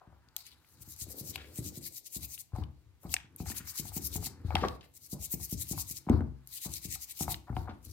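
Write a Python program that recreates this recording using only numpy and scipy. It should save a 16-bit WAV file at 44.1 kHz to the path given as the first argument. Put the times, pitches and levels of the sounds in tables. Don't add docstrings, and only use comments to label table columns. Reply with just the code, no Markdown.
import sys
import numpy as np
from scipy import signal
from scipy.fft import rfft, irfft, next_fast_len
from scipy.io import wavfile
from scipy.ndimage import uniform_filter1d

SR = 44100
rng = np.random.default_rng(int(sys.argv[2]) if len(sys.argv) > 2 else 0)


def gain_from_decibels(decibels):
    exponent = np.asarray(decibels, float) / 20
    return 10 ** exponent


def digitize_waveform(pressure):
    field = np.atleast_2d(pressure).T
    bounded = np.clip(field, -1, 1)
    quanta = np.round(bounded * 32767).astype(np.int16)
    wavfile.write(sys.argv[1], SR, quanta)


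N = 349267
T = np.arange(N) / SR


def colour(x, points):
    hz, db = np.transpose(points)
    size = next_fast_len(x.shape[-1])
    f = np.maximum(np.arange(size // 2 + 1) * SR / size, 1)
    gain = gain_from_decibels(np.interp(np.log(f), np.log(hz), db))
    return irfft(rfft(x, size) * gain, size)[..., :x.shape[-1]]


def band(x, lo_hz, hi_hz):
    sos = signal.butter(2, [lo_hz, min(hi_hz, SR / 2.2)], "band", fs=SR, output="sos")
    return signal.sosfilt(sos, x)


def unit(x):
    return x / np.sqrt(np.mean(x ** 2))


def walk(rate):
    k = int(SR / rate)
    held = np.repeat(rng.standard_normal(N // k + 1), k)
    return unit(uniform_filter1d(held, k)[:N])


def add(out, s, sound):
    i = int(s * SR)
    out[..., i:i + sound.shape[-1]] += sound[..., :N - i]


def ports(x, pan_db):
    lag = 4
    return np.array([x * gain_from_decibels(pan_db / 2), np.roll(x, lag) * gain_from_decibels(-pan_db / 2)])


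def room(x, tail_db):
    # f/Hz, t60/s
    room_decay = [(100, 0.39), (1000, 0.33), (4000, 0.29), (15000, 0.13)]
    decay_hz, decay_s = np.transpose(room_decay)
    t = np.arange(int(.45 * SR)) / SR
    tail = 0
    for hz in 50 * 1.5 ** np.arange(15):
        t60 = np.interp(np.log(hz), np.log(decay_hz), decay_s)
        hiss = band(rng.standard_normal((2, len(t))), hz, 1.462 * hz)
        tail = tail + hiss * np.exp(-np.log(1000) * t / t60)
    tail = tail * (1 - np.exp(-t / 0.00097))
    tail = gain_from_decibels(tail_db) * tail / np.linalg.norm(tail[0])
    return signal.fftconvolve(x[None], tail, axes=1)[:, :N]


def ring(modes, spot, db, t60_scale, rise_cycles):
    hz, base_db, t60 = np.array(modes).T[:, :, None]
    hz = hz * (1 + .025 * spot[::-1, None])
    t60 = t60 * t60_scale
    t = np.arange(int(t60.max() * SR)) / SR
    swell = 1 - np.exp(-t * hz / rise_cycles)
    decay = np.exp(-np.log(1000) * t / t60)
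    level = gain_from_decibels(db + base_db + 2.37 * spot[:, None])
    return np.sum(level * swell * decay * np.sin(2 * np.pi * hz * t), axis=0)


def air():
    # f/Hz, level/dB per Hz
    hush_spectrum = [(18, -35), (30, -3), (135, -2), (181, -12.5), (443, -23), (814, -19.5), (1530, -38),
                     (2050, -23), (6550, -31.5), (15200, -41), (16500, -42)]
    hush = colour(rng.standard_normal((2, N)), hush_spectrum)
    drift = gain_from_decibels(-76.5 - 3.5 + 1.3 * walk(0.99))
    return hush * drift / np.std(band(hush, 1500, 15000))


def thump(hz):
    t = np.arange(2048) / SR
    turns = hz * t + 0.56 * (1 - np.exp(-t / 0.002))
    return -np.sin(2 * np.pi * turns) * np.exp(-t / 0.0071) * (1 - np.exp(-t / 0.0019))


def table():
    # f/Hz, level/dB, t60/s
    top_modes = [(60.6, -6, 0.39), (69.54, 1.5, 0.27), (82.34, 2.5, 0.23), (94.55, -2, 0.27),
                 (106.8, -2.5, 0.21), (136.6, -6, 0.74), (156, -2.5, 0.6), (258, -3.5, 0.054),
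                 (286.5, -5.5, 0.56), (342.4, -7, 0.54), (403, -10.5, 0.25), (468.4, -10.5, 0.14)]
    # t/s, thump level/dB, deep boom level/dB
    forearm = [(.071, -47.5, -59), (.273, -60.5, -67), (.805, -51, -54), (.874, -46, -60),
               (1.014, -45.5, -49.5), (1.08, -45, -71), (1.208, -35, -56), (1.585, -26.5, -44.5),
               (1.772, -34.5, -76.5), (2.238, -47.5, -64), (2.532, -39, -35), (2.583, -28.5, -42),
               (2.858, -84, -59), (3.242, -48.5, -74), (4.047, -68.5, -43.5), (4.267, -38.5, -60.5),
               (4.445, -32.5, -30.5), (5.772, -51.5, -51.5), (5.907, -40.5, -62), (7.28, -32.5, -46),
               (7.498, -29, -33.5), (7.567, -28.5, -37.5)]
    wrist = [(1.29, -45, -52), (1.66, -36, -61), (2.161, -36, -46), (3.048, -34.5, -42.5),
             (3.401, -29, -40.5), (3.602, -40.5, -51.5), (3.794, -33, -48.5), (3.849, -44, -44),
             (3.963, -28.5, -45), (4.155, -29.5, -40), (4.543, -25, -35.5), (4.633, -30, -43.5),
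             (5.127, -29.5, -43.5), (5.336, -29, -42.5), (5.523, -28, -42), (5.709, -28.5, -41.5),
             (6.069, -28.5, -45), (6.657, -32.5, -46), (6.85, -35.5, -45.5), (7.206, -26.5, -41)]
    knuckle = [
        (1.401, -62, -57),
        (3.501, -37.5, -54),
        (6.097, -12, -23),
        (6.205, -27.5, -34.5),
        (7.689, -36, -51),
        (7.866, -50, -47),
    ]
    # t/s, boom level/dB, rustle level/dB
    lean = [
        (0.0, -76, -76),
        (1.68, -66.5, -73.5),
        (2.05, -82.5, -92.5),
        (4.682, -53, -64),
        (4.922, -71.5, -87),
        (5.471, -62.5, -79.5),
        (7.24, -74.5, -77.5),
        (7.45, -68, -85),
        (7.92, -58, -78),
    ]
    boom, body = np.zeros(N), np.zeros(N)
    deep = [m for m in top_modes if m[0] < 125]
    upper = [m for m in top_modes if m[0] >= 125]
    bumps = []
    for rows, hz in ((forearm, 123), (wrist, 146), (knuckle, 211.6)):
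        bumps += [(*row, hz) for row in rows]
    t = np.arange(SR // 3) / SR
    spots = rng.standard_normal((len(bumps), len(top_modes)))
    edges = rng.standard_normal((len(bumps), len(t))) * np.exp(-np.log(1000) * t / 0.38) * (t > .012)
    for (s, db, boom_db, hz), spot, edge in zip(bumps, spots, edges):
        add(boom, s, ring(deep, spot[:len(deep)], boom_db + 8.5, 1.14, 3.1))
        add(body, s, ring(upper, spot[len(deep):], db - 17.0, 0.84, 1.1))
        add(body, s + .002, gain_from_decibels(db + 4.0) * thump(hz))
        add(body, s, gain_from_decibels(db - 30.5) * signal.fftconvolve(edge, thump(hz)))

    s, boom_db, rustle_db = np.transpose(lean)
    murmur = np.zeros(N)
    for hz, db, _ in top_modes:
        murmur += gain_from_decibels(db) * unit(band(rng.standard_normal(N), hz * 0.893, hz * 1.123))
    body += unit(murmur) * gain_from_decibels(np.interp(T, s, boom_db) + 5.5 * walk(8.2))
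    cloth = unit(band(rng.standard_normal(N), 750, 1700))
    rustle = cloth * gain_from_decibels(np.interp(T, s, rustle_db) + 1.0 * walk(30))
    far = .5 * boom + body + rustle
    return ports(boom, 7.5) + ports(body, 1.0) + ports(rustle, 2.5) + room(far, -11.5)


def tub():
    # f/Hz, level/dB, t60/s
    wall_modes = [(754, -16.5, 0.12), (824, -15, 0.072), (906, -7.5, 0.026), (1070, -13.5, 0.031),
                  (1240, -14, 0.024), (2154, -21, 0.041)]
    # t/s, level/dB, f/Hz
    rim_knocks = [(.365, -45, 1390), (1.357, -39, 982), (2.521, -54, 1010), (3.164, -52, 970),
                  (3.5, -39, 947), (4.556, -15.5, 890), (4.639, -19.5, 1070), (5.399, -49.5, 950),
                  (5.778, -36, 1080), (6.067, -45.5, 915), (6.088, -23, 934), (6.207, -37, 1100),
                  (6.956, -45.5, 1265), (7.28, -21.5, 890), (7.482, -40, 980), (7.683, -32.5, 980)]
    # t/s, level/dB
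    wall_taps = [(2.561, -34), (2.584, -42), (3.056, -43), (3.14, -35.5), (3.401, -38.5), (3.462, -41),
                 (3.854, -42.5), (3.919, -43.5), (3.972, -41.5), (4.157, -40.5), (4.18, -41.5),
                 (4.227, -38), (4.268, -43.5), (4.483, -43.5), (4.506, -27), (5.336, -47.5), (5.733, -41),
                 (7.208, -31), (7.528, -37.5), (7.567, -25.5)]
    # t/s, level/dB, length/s, centre f/Hz
    wet_rubs = [(.0, -67.5, 0.27, 800), (1.04, -59.5, 1, 404), (1.375, -51.5, 0.11, 2580),
                (2.141, -68, 0.22, 790), (2.36, -70, 0.013, 2680), (2.528, -55.5, 0.18, 840),
                (3.172, -51.5, 0.08, 2330), (3.502, -57, 0.15, 2100), (4.575, -49.5, 0.14, 3540),
                (4.809, -58, .015, 3450), (4.828, -57, 0.033, 2760), (4.622, -37, 0.084, 355),
                (3.03, -59, 0.11, 750), (3.447, -61.5, 0.62, 1680), (4.153, -72, 0.061, 860),
                (4.511, -49, 0.048, 900), (4.55, -45.5, 0.088, 1100), (4.63, -38, 0.063, 910),
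                (4.667, -59, 0.22, 575), (5.135, -58, 0.13, 590), (5.718, -58, 0.039, 890),
                (6.074, -45.5, 0.18, 836), (6.65, -56, 0.074, 800), (7.19, -61.5, 0.26, 900),
                (7.469, -57, 0.078, 970), (7.583, -59.5, 0.24, 860), (7.672, -50.5, 0.051, 940),
                (7.691, -61, 0.037, 3120)]
    out = np.zeros(N)
    knocks = rim_knocks + [(s, db, 836) for s, db in wall_taps]
    spots = rng.standard_normal((len(knocks), len(wall_modes) + 1))
    for (s, db, hz), spot in zip(knocks, spots):
        add(out, s, ring(wall_modes + [(hz, -2.5, .02)], spot, db - 0.5, 0.97, 0.67))
    grit = rng.standard_normal(N) * gain_from_decibels(4.35 * walk(160))
    for s, db, length, hz in wet_rubs:
        t = np.arange(int(1.4 * length * SR)) / (length * SR)
        rub = band(grit[int(s * SR):][:len(t)], hz / 2.56, hz * 2.0)
        rub = unit(band(rub, hz / 1.78, hz * 1.4))
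        add(out, s, gain_from_decibels(db - 19.0 * t ** 2) * np.minimum(t / 0.04, 1) * rub)
    return ports(out, 6.0) + room(out, -6.5)


def ticks():
    # t/s, level/dB, f/Hz, bright part level/dB, airy part level/dB
    metal_ticks = [(.2864, -55, 4560, -77, -75), (.365, -30.5, 4070, -32, -31),
                   (.4662, -51, 4640, -48, -65), (.9632, -67, 4430, -50, -47),
                   (1.0131, -34, 5060, -44, -56), (1.3583, -25, 2690, -35, -36),
                   (2.5616, -60, 1770, -55.5, -59), (3.0324, -65, 3880, -62, -51),
                   (3.0944, -50, 3240, -53, -54), (3.1404, -19.5, 2690, -16.5, -25.5),
                   (3.362, -66, 2280, -69, -42.5), (3.4582, -49, 1910, -60, -57),
                   (4.2516, -35.5, 4520, -43.5, -35), (6.0965, -41, 2120, -43, -53.5),
                   (6.4734, -79, 4630, -47.5, -41.5), (3.756, -60, 4800, -47, -52),
                   (6.738, -48, 4500, -32.5, -43.5), (7.8506, -77.5, 4160, -55, -47)]
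    # t/s, level/dB, f/Hz
    rim_ticks = [(.6464, -59, 2460), (1.967, -37, 4730), (2.378, -39, 2830), (2.6372, -45.5, 3020),
                 (3.1651, -25, 2410), (3.5014, -35.5, 3250), (3.5174, -40.5, 1830), (4.5062, -44, 2360),
                 (4.5533, -19, 3220), (4.5676, -29, 2030), (4.6843, -29, 4000), (4.8099, -46.5, 3700),
                 (5.9694, -33.5, 4930), (6.2073, -44, 1530), (7.3433, -31.5, 2920), (7.5662, -37.5, 2310)]
    heard = np.zeros((3, N))
    t = np.arange(1024) / SR
    hits = metal_ticks + [(s, db, hz, db - 20, db - 30.5) for s, db, hz in rim_ticks]
    rattles = rng.standard_normal((len(hits), 2, len(t)))
    rattles = np.pad(rattles, ((0, 0), (0, 1), (0, 0)))
    for (s, db, hz, bright_db, airy_db), rattle in zip(hits, rattles):
        crack = 2.2 * (t == 0) + rattle * (.5 * np.exp(-t / 0.000087) + 0.57 * np.exp(-t / 0.0021))
        note = band(crack, hz / 1.41, hz * 1.43) + 1.2 * band(crack, hz / 1.06, hz * 1.06)
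        bright = band(crack, 5070, 9700)
        airy = band(crack, 9700, 14000)
        for part, part_db in ((note, db + 0.5), (bright, bright_db + 8.0), (airy, airy_db + 7.5)):
            add(heard, s, gain_from_decibels(part_db) * part / np.abs(part[0]).max())
    return ports(heard[0], 9.5) + np.outer([0, gain_from_decibels(-3.0)], heard[1]) + room(heard[2], -11)


def strokes():
    # t/s of middle, level/dB, half length/ms
    bout_1 = [
        (.714, -64.5, 40),
        (.823, -49.5, 13.4),
        (.907, -49.5, 34),
        (1.018, -40, 24.6),
        (1.112, -45, 19),
        (1.192, -44, 23.5),
        (1.287, -40, 28),
    ]
    bout_2 = [
        (1.577, -44.5, 25),
        (1.668, -41.5, 28),
        (1.765, -46, 23),
        (1.86, -40, 25),
        (1.965, -45.5, 29),
        (2.066, -44.5, 14.3),
        (2.154, -39.5, 24),
        (2.237, -40.5, 22.5),
        (2.329, -44.5, 29),
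        (2.403, -42.5, 14.5),
    ]
    bout_3 = [(3.5, -39, 27.7), (3.576, -36.5, 17.7), (3.694, -42, 27), (3.784, -35.5, 25.3),
              (3.87, -45, 30), (3.965, -37.5, 21.6), (4.055, -37.5, 24.7), (4.153, -37, 23),
              (4.254, -37, 25)]
    bout_4 = [(5.048, -50, 26), (5.125, -41.5, 18), (5.242, -39.5, 24.4), (5.332, -34.5, 16.7),
              (5.434, -40, 27.6), (5.522, -38, 22), (5.614, -37.5, 23.5), (5.71, -37.5, 23.4),
              (5.801, -35, 22.7), (5.906, -39, 23.5), (5.97, -43, 17.4)]
    bout_5 = [
        (6.556, -42.5, 33),
        (6.645, -38.5, 24.3),
        (6.75, -42, 38),
        (6.848, -40.5, 19.4),
        (6.929, -37.5, 29),
        (7.029, -43, 20),
        (7.107, -43, 19.4),
        (7.211, -37, 31),
        (7.314, -34.5, 18.5),
        (7.91, -52.5, 21),
    ]
    bout_rasp_db = [-16, -13, -12.5, -15, -9]
    # t/s of peak, level/dB, fall/ms, low rasp/dB
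    wet_swishes = [(.39, -54, 36, -4.5), (0.468, -57, 23, 2), (.52, -67, 21, 5.5), (1.36, -51, 7, 5),
                   (2.566, -67.5, 56, 1), (3.032, -63.5, 27, -14), (3.065, -67, 26, -5),
                   (3.105, -53, 23, -12), (3.13, -41.5, 11, -10), (3.404, -53, 30, -9.5),
                   (4.47, -67, 140, 1.5), (4.57, -63, 190, -1), (4.849, -68, 12, -4), (4.969, -51, 13, -14),
                   (6.11, -69.5, 72, 7.5), (6.494, -62, 27, -16), (7.353, -56, 11, -20),
                   (7.571, -63.5, 73, 1), (7.857, -54.5, 17, -11.5)]
    lean = 0.32
    rows = []
    for bout, rasp_db in zip([bout_1, bout_2, bout_3, bout_4, bout_5], bout_rasp_db):
        for s, db, ms in bout:
            rows.append((s + lean * ms / 1000, db, ms * (1 + lean), ms * (1 - lean), rasp_db))
    swish_rise_ms = 19
    return rows + [(s, db, swish_rise_ms, fall, rasp_db) for s, db, fall, rasp_db in wet_swishes]


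def patchy(x, centres_hz, flicker_db, rate):
    size = next_fast_len(N)
    spectrum = rfft(x, size)
    f = np.arange(size // 2 + 1) * SR / size + 1
    out = 0
    for hz in centres_hz:
        part = irfft(spectrum * np.exp(-(np.log(f / hz) / .17) ** 2), size)[:, :N]
        out = out + part * gain_from_decibels(flicker_db * walk(rate))
    return out


def brush():
    # t/s, level/dB
    drag = [
        (0.0, -91.5),
        (1.21, -64.5),
        (3.2, -92),
        (3.86, -70.5),
        (4.7, -88),
        (5.73, -59.5),
        (6.35, -88.5),
        (6.77, -67),
        (7.92, -86),
    ]
    # f/Hz, level/dB per Hz
    click_spectrum = [(880, -52.5), (1500, -16), (2270, -11.5), (3480, -12.5), (4000, -4.5), (5380, -6),
                      (7100, -2.5), (9950, -5.5), (12000, -2), (15100, -1.5), (16000, -4.5)]
    force = gain_from_decibels(np.interp(T, *np.transpose(drag))) ** 2
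    rasp = force * gain_from_decibels(-2.5) ** 2
    for s, db, rise, fall, rasp_db in strokes():
        near = slice(max(int((s - .15) * SR), 0), int((s + .2) * SR))
        before = T[near] < s
        away = np.abs(T[near] - s) * 1000 / np.where(before, rise, fall)
        push = gain_from_decibels(db - 1.5 - 8.1 * away ** np.where(before, 1.8, 2.6)) ** 2
        force[near] += push
        rasp[near] += push * gain_from_decibels(rasp_db) ** 2

    slipping = rng.random(N) < 12000 / SR
    slips = slipping * gain_from_decibels(1.4 * rng.exponential(size=N) + 1.2 * walk(250))
    tips = colour(slips * rng.standard_normal((2, N)), click_spectrum)
    hiss = unit(patchy(tips, 5600 * 1.22 ** np.arange(6), 2.6, 30))
    low = unit(patchy(tips, 2000 * 1.231 ** np.arange(5), 3.5, 35))
    facing, hidden = hiss * np.sqrt(force) * gain_from_decibels(-4.0) + low * np.sqrt(rasp) * gain_from_decibels(-4.0)
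    direct = ports(facing, 18.14) * gain_from_decibels(-0.5) + np.outer([0, gain_from_decibels(2.0)], hidden)
    return direct + room(facing, -6) * gain_from_decibels(np.array([[2.5], [-2.5]]))


def scene():
    return air() + table() + tub() + ticks() + brush()


def roll_off(x):
    return signal.sosfilt(signal.butter(12, 16830, fs=SR, output="sos"), x)


def record(dry):
    low_cut = signal.butter(3, 47, "high", fs=SR, output="sos")
    top_cut = signal.ellip(8, .2, 50, 15850, fs=SR, output="sos")
    mix = signal.sosfilt(top_cut, signal.sosfilt(low_cut, dry))
    return roll_off(mix)


dry = scene()
out = record(dry)
digitize_waveform(out)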